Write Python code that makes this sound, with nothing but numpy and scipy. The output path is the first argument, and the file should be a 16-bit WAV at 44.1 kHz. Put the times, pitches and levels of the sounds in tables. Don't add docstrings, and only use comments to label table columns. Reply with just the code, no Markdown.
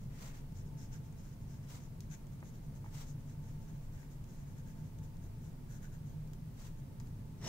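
import sys
import numpy as np
from scipy import signal
from scipy.fft import rfft, irfft
from scipy.io import wavfile

SR = 44100
rng = np.random.default_rng(int(sys.argv[2]) if len(sys.argv) > 2 else 0)


def waveform_to_disk(signal):
    frames = np.transpose(np.atleast_2d(signal))
    scaled = np.clip(frames, -1, 1) * 32767
    samples = np.round(scaled).astype(np.int16)
    wavfile.write(sys.argv[1], SR, samples)


N = 329868
HZ = np.fft.rfftfreq(N, 1 / SR)
TIME = np.arange(N) / SR


# frequency in Hz, width in Hz, left level in dB, right level in dB.
NIB_MODES = [(3860, 1400, -17, -8.5), (6120, 210, 3, -11), (6720, 370, 0, 0), (8220, 740, -19, 0.5)]
# frequency in Hz, width in Hz, left level in dB, right level in dB.
TINE_MODE = (5300, 410, -4, 3)


def nib_response():
    return np.array([chord(NIB_MODES), chord([TINE_MODE])])


# start in seconds, length in seconds, nib ring in dB, paper in dB against the ring.
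STROKES = [(0.0, .066, -74.5, -10), (0.551, .068, -66, -9), (.652, .04, -74, -18), (.776, .087, -63.5, -8),
           (0.916, .058, -63, -3.5), (1.033, .048, -74, -6), (1.17, .055, -68.5, -10),
           (1.229, .08, -70.5, -5), (1.311, 0.036, -71.5, -9), (1.408, 0.04, -75, -10),
           (1.474, .111, -70, -7), (1.626, .034, -73, -1), (1.796, .076, -67, -8), (2.012, .04, -73, -8),
           (2.106, 0.052, -58, -6), (2.308, .058, -75, -5), (2.441, .065, -66.5, -9),
           (2.534, .051, -72, -5), (2.628, 0.044, -75, -7), (2.745, .039, -68.5, -9.5),
           (2.84, .059, -73.5, -1), (3.062, .058, -62.5, -14), (3.178, .05, -77, -6),
           (3.265, .073, -70, -6), (3.425, 0.11, -71.5, -3), (3.601, .067, -72.5, -15),
           (3.675, 0.037, -72.5, -2), (3.726, .061, -75.5, -1.5), (3.807, .064, -75.5, -5),
           (3.921, 0.063, -72, -2), (3.97, 0.089, -72.5, 0.5), (4.103, .043, -70, -7),
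           (4.27, 0.11, -71, -9), (4.377, .064, -74, -3), (4.446, .1, -75.5, -4), (4.566, .046, -70, -4),
           (4.656, .073, -70.5, -4), (4.757, .071, -76, -3), (4.839, .053, -73.5, -10),
           (5.027, .039, -69.5, -7), (5.216, .056, -71, -7), (5.412, .09, -71, -10),
           (5.693, 0.09, -64.5, -8), (5.819, .053, -66, -2), (5.917, 0.051, -68.5, -5.5),
           (6.054, .073, -71, -15), (6.768, .043, -74, -9), (7.053, .05, -78, -7)]
# frequency in Hz, relative level in dB.
PAPER_COLOUR = [(500, 2), (950, 2), (1500, 1), (2000, 9), (2800, 0), (3700, -6.5), (4800, -14)]
# frequency in Hz, relative level in dB.
SHEEN_COLOUR = [(7500, -1), (9500, -6.5), (11500, -8), (13200, -4), (14500, -1), (15600, -16)]
# time in seconds, tines in dB, sheen in dB
# and right port in dB, all against the ring, then rasp in dB against the paper.
PEN_ANGLE = [(0, 0.5, -11, -6, -7), (1.6, 0.5, -14, -6.5, -5), (2.1, -6, -14, -8, -8),
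             (4, -4, -7.5, -3, -4.5), (6, -9, -6.5, -7, 3)]
RISE_SHARE = 0.43
RASP_HZ, RASP_WIDTH_HZ = 1587, 430


def strokes():
    ring_power, paper_power = np.zeros((2, N))
    for start, length, db, paper_db in STROKES:
        rise, fall = RISE_SHARE * length, (1 - RISE_SHARE) * length
        first = max(round((start - 2 * length) * SR), 0)
        near = slice(first, round((start + 3 * length) * SR))
        t = TIME[near] - start - rise
        drop_db = 8.3 * abs(t / np.where(t < 0, rise, fall)) ** 2.9
        power = amp(2 * (db - drop_db))
        ring_power[near] += power
        paper_power[near] += power * amp(2 * paper_db)
    speed, paper = np.sqrt(ring_power), np.sqrt(paper_power)

    s, *angle = np.transpose(PEN_ANGLE)
    tines, sheen, right, rasp = (amp(np.interp(TIME, s, db)) for db in angle)
    fibres = grains(per_s=9000, spread_db=4.0, likeness=0.3, lag=9.5)

    body, tine = irfft(rfft(fibres) * nib_response(), N)
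    ring = (body + tines * tine) / body.std(axis=1, keepdims=True)
    nib = speed * np.array([np.ones(N), right]) * ring

    rasping = evened(irfft(rfft(fibres) * ringing(RASP_HZ, RASP_WIDTH_HZ) ** 2, N))
    sheet = paper * (evened(coloured(fibres, PAPER_COLOUR)) + rasp * rasping)
    finest = speed * sheen * evened(coloured(fibres, SHEEN_COLOUR))
    return nib + sheet + finest


# time in seconds, relative level in dB,
# then tines and sparkle in dB against that level.
TICKS = [(0.522, -63, 4, 0), (1.1248, -59, -5, 0), (2.0048, -48, 2, 0), (2.268, -57.5, -8, -2),
         (2.403, -60, -2, -3), (4.2408, -56, -4, -2), (4.9862, -55, -8, -6), (5.1686, -59, -3, 0),
         (6.2744, -60, -2, 0), (6.333, -52, -3, 2), (6.9996, -52.5, 2, -5), (7.005, -59, 0, 3),
         (7.071, -60, 0, -1)]
# frequency in Hz, width in Hz, left level in dB, right level in dB.
SNAP_MODES = [(2900, 1800, -1, -6), (5000, 580, 3, 3), (6240, 900, 5, -2), (7400, 1100, -3, 4.5),
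              (14700, 3500, -6, -7)]
TRAVEL_S = .0009
TICK_PAN_DB, BARREL_DB = 2.1, -1.5


def ticks():
    blows, t = np.zeros((3, 2, N)), np.arange(400) / SR
    rattle_decay = amp(-18.0 - 60 * t / 0.022)
    shapes = rng.standard_normal((len(TICKS), 2, 400)) * rattle_decay
    shapes[:, :, 0] = -1
    shapes[:, [0, 1], [84, 66]] = .35
    for (s, db, tines_db, sparkle_db), shape in zip(TICKS, shapes):
        at = round((s + TRAVEL_S) * SR)
        gains = amp([db, db + tines_db, db + sparkle_db])
        blows[:, :, at:at + 400] += gains[:, None, None] * shape
    pan = amp([[TICK_PAN_DB / 2], [-TICK_PAN_DB / 2]])
    tip, tines, sparkle = rfft(blows * pan)
    pen = amp(BARREL_DB) * chord(SNAP_MODES[:1]) + chord(SNAP_MODES[2:4])
    struck = tip * pen - tines * chord(SNAP_MODES[1:2]) + sparkle * chord(SNAP_MODES[4:])
    return amp(17.5) * irfft(struck, N)


# time in seconds, relative level in dB,
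# then low modes and high modes in dB against that level.
KNOCKS = [(.107, -64, -2, 0), (2.4268, -50.5, 5, 1.5), (2.8432, -50, -4, -10), (2.8565, -60, 3, -2),
          (2.861, -53, -3, 1), (4.03, -63, -5, 9), (4.189, -66, 0, -4), (6.3332, -63, -4, 6),
          (6.9998, -64, 0, 3), (7.0042, -55.5, 0, 1)]
# frequency in Hz, width in Hz, level in dB.
DESK_MODES = [(392, 160, 0), (615, 180, -2), (815, 160, 4.5), (1060, 290, 3), (1490, 300, -3.5),
              (2020, 450, -3), (2400, 500, -8)]
BOUNCE_S, BOUNCE_DB = 0.00322, -6


def knocks():
    blows = np.zeros((3, N))
    for s, db, low_db, high_db in KNOCKS:
        blows[:, round(s * SR)] = -amp([db + low_db, db, db + high_db])
    bounce = amp(BOUNCE_DB) * np.roll(blows, round(BOUNCE_S * SR), axis=1)
    low, middle, high = rfft(blows + bounce)
    struck = low * chord(DESK_MODES[:2]) + middle * chord(DESK_MODES[2:4]) + high * chord(DESK_MODES[4:])
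    left = amp(31.5) * irfft(struck, N)[0]
    return np.array([left, np.roll(left, 8)])


# start in seconds, up to speed in seconds, stop in seconds,
# then skin and paper levels in dB before their layer gains.
SLIDES = [(.1, 0.214, 0.28, -62.5, -63.5), (.3, 0.346, 0.39, -70.5, -69), (1.665, 1.694, 1.768, -64, -73),
          (2.905, 2.947, 3.025, -62.5, -71), (6.532, 6.595, 6.678, -68, -76)]
# frequency in Hz, left level in dB, right level in dB.
SKIN_COLOUR = [(397, 1.5, -8), (900, 3, 5.5), (2420, -4.5, -5.5), (3400, -2.5, -3), (4970, -0.5, -5.5),
               (6240, 5, -4), (7600, -3, 2), (8900, -13.5, -7), (11100, -12, -11.5), (13500, -8, -8),
               (15400, -12, -5)]
SKIN_START_DB, SKIN_RELEASE_S = -19, 0.041
SHEET_START_DB, SHEET_RELEASE_S = -7, .07


def hand():
    rub = grains(per_s=20000, spread_db=0.0, likeness=0.13, lag=20)
    rub = rub * clumps(per_s=63, depth_db=1.5)
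    skin = sum(slide(*s, db, SKIN_START_DB, SKIN_RELEASE_S) for *s, db, _ in SLIDES)
    sheet = sum(slide(*s, db, SHEET_START_DB, SHEET_RELEASE_S) for *s, _, db in SLIDES)
    skin_sound = amp(5.0) * skin * evened(coloured(rub, SKIN_COLOUR))
    return skin_sound + amp(-5.5) * sheet * evened(coloured(rub, PAPER_COLOUR))


def slide(start, full, stop, db, start_db, release):
    return level([(start, db + start_db), (full, db), (stop, db), (stop + release, db + start_db)])


# time in seconds, level in dB before the layer gain.
RUSTLE = [(7.38, -72), (7.396, -76), (7.44, -56), (7.48, -46.5)]
# frequency in Hz, left level in dB, right level in dB.
CLOTH_COLOUR = [(200, 7, 11), (1000, 0, -1.5), (2500, -5, -7), (4070, -0.5, -5), (5700, 1, -12),
                (6700, 4.5, -18), (7900, -17, 1.5), (9200, -12, -17), (12500, -20, -16), (15000, -17, -18)]
# frequency in Hz, width in Hz, level in dB.
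FOLDS = [(437, 170, 2), (970, 110, 9), (1960, 270, -1.5), (3000, 180, 4), (3740, 150, -14), (4840, 300, -4),
         (5660, 270, 3.5)]


def sleeve():
    brush = grains(per_s=15000, spread_db=-1.5, likeness=0.84, lag=3)
    folds = evened(irfft(rfft(brush) * chord(FOLDS), N))
    cloth = evened(coloured(brush, CLOTH_COLOUR)) + amp(-1.5) * folds
    return amp(2.0) * cloth * level(RUSTLE) * clumps(per_s=150, depth_db=2.0)


def reflections(x):
    t = np.arange(4000) / SR
    signs = rng.choice([-1, 1], (2, 4000))
    present = (rng.random((2, 4000)) < .05) * (t > .0015)
    taps = signs * present * amp(-60 * t / 0.17)
    taps = taps / np.linalg.norm(taps, axis=1, keepdims=True)
    return signal.oaconvolve(x, taps, axes=1)[:, :N]


# frequency in Hz, left-right likeness from 0 to 1.
PORT_LIKENESS = [(25, 0.95), (100, 1), (250, 0.84), (400, 0.44), (700, 0.35), (900, 0.19), (1200, .02),
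                 (3000, .02)]


def air():
    a, b = rfft(rng.standard_normal((2, N)))
    same = np.clip(read(PORT_LIKENESS)[0], 0, 1)
    return np.array([a, same * a + np.sqrt(1 - same ** 2) * b])


# frequency in Hz, relative level in dB per Hz.
DRONE_COLOUR = [(14, -10.5), (22, -2), (35, -9.5), (50, -10.5), (66, -12), (82, -16), (110, -9),
                (140, -4.5), (175, -14.5), (250, -19), (320, -28), (450, -30), (750, -39), (950, -38.5),
                (1400, -49), (2200, -65)]
DRONE_DB = -47
# frequency in Hz, width in Hz, level in dB before wavering.
HUMS = [(98.2, 8.2, -57), (150.84, 13.2, -55), (671, 17, -82), (890, 39, -77)]


def room():
    drone = amp(DRONE_DB) * evened(coloured(irfft(air(), N), DRONE_COLOUR))
    fan = air()
    hums = sum(amp(db) * evened(irfft(fan * ringing(hz, width) ** 2, N)) for hz, width, db in HUMS)
    return drone + hums * clumps(per_s=1.5, depth_db=2.0)


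def amp(db):
    return 10 ** (np.asarray(db) / 20)


def evened(x):
    return x / np.sqrt(np.mean(x ** 2) + 1e-20)


def read(points):
    f, *columns = np.transpose(points)
    return np.array([np.interp(np.log(HZ + 1), np.log(f), c) for c in columns])


def coloured(x, points):
    low = np.minimum(HZ / points[0][0], 1) ** 4
    return irfft(rfft(x) * amp(read(points)) * low, N)


def ringing(hz, width):
    return 1j * width * HZ / (hz ** 2 - HZ ** 2 + 1j * width * HZ)


def chord(modes):
    return sum((-1) ** k * amp(db)[:, None] * ringing(hz, width) for k, (hz, width, *db) in enumerate(modes))


def grains(per_s, spread_db, likeness, lag):
    size = amp(spread_db * np.minimum(rng.exponential(1, (2, N)), 5))
    size = size * rng.choice([-1, 1], (2, N))
    own = evened(size * (rng.random((2, N)) < per_s / SR))
    likeness = np.clip(likeness, 0, 1)
    right = likeness * own[0] + np.sqrt(1 - likeness ** 2) * own[1]
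    return np.array([own[0], np.roll(right, round(lag))])


def clumps(per_s, depth_db):
    slow = irfft(rfft(rng.standard_normal(N)) * (HZ < per_s), N)
    return amp(depth_db * evened(slow))


def level(rows):
    s, db = np.transpose(rows)
    after = db[-1] if s[-1] > TIME[-1] - .01 else -140
    return amp(np.interp(TIME, s, db, -140, after))


def scene():
    desk = strokes() + hand() + sleeve()
    hits = ticks() + knocks()
    return desk + hits + reflections(amp(-6.5) * desk + amp(-9.0) * hits) + room()


# frequency in Hz, relative level in dB.
HISS_COLOUR = [(500, 5), (1200, 7), (2000, 5.5), (3500, 1), (6500, 0.5), (9000, -1.5), (13000, -1.5),
               (15500, 1.5)]
HISS_DB, EDGE_HZ = -67.5, 15750


def record(dry):
    hiss = amp(HISS_DB) * evened(coloured(rng.standard_normal((2, N)), HISS_COLOUR))
    lowpass = signal.firwin(1023, EDGE_HZ, window=("kaiser", 9), fs=SR)
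    return signal.oaconvolve(dry + hiss, lowpass[None], "same")


dry = scene()
out = record(dry)
waveform_to_disk(out)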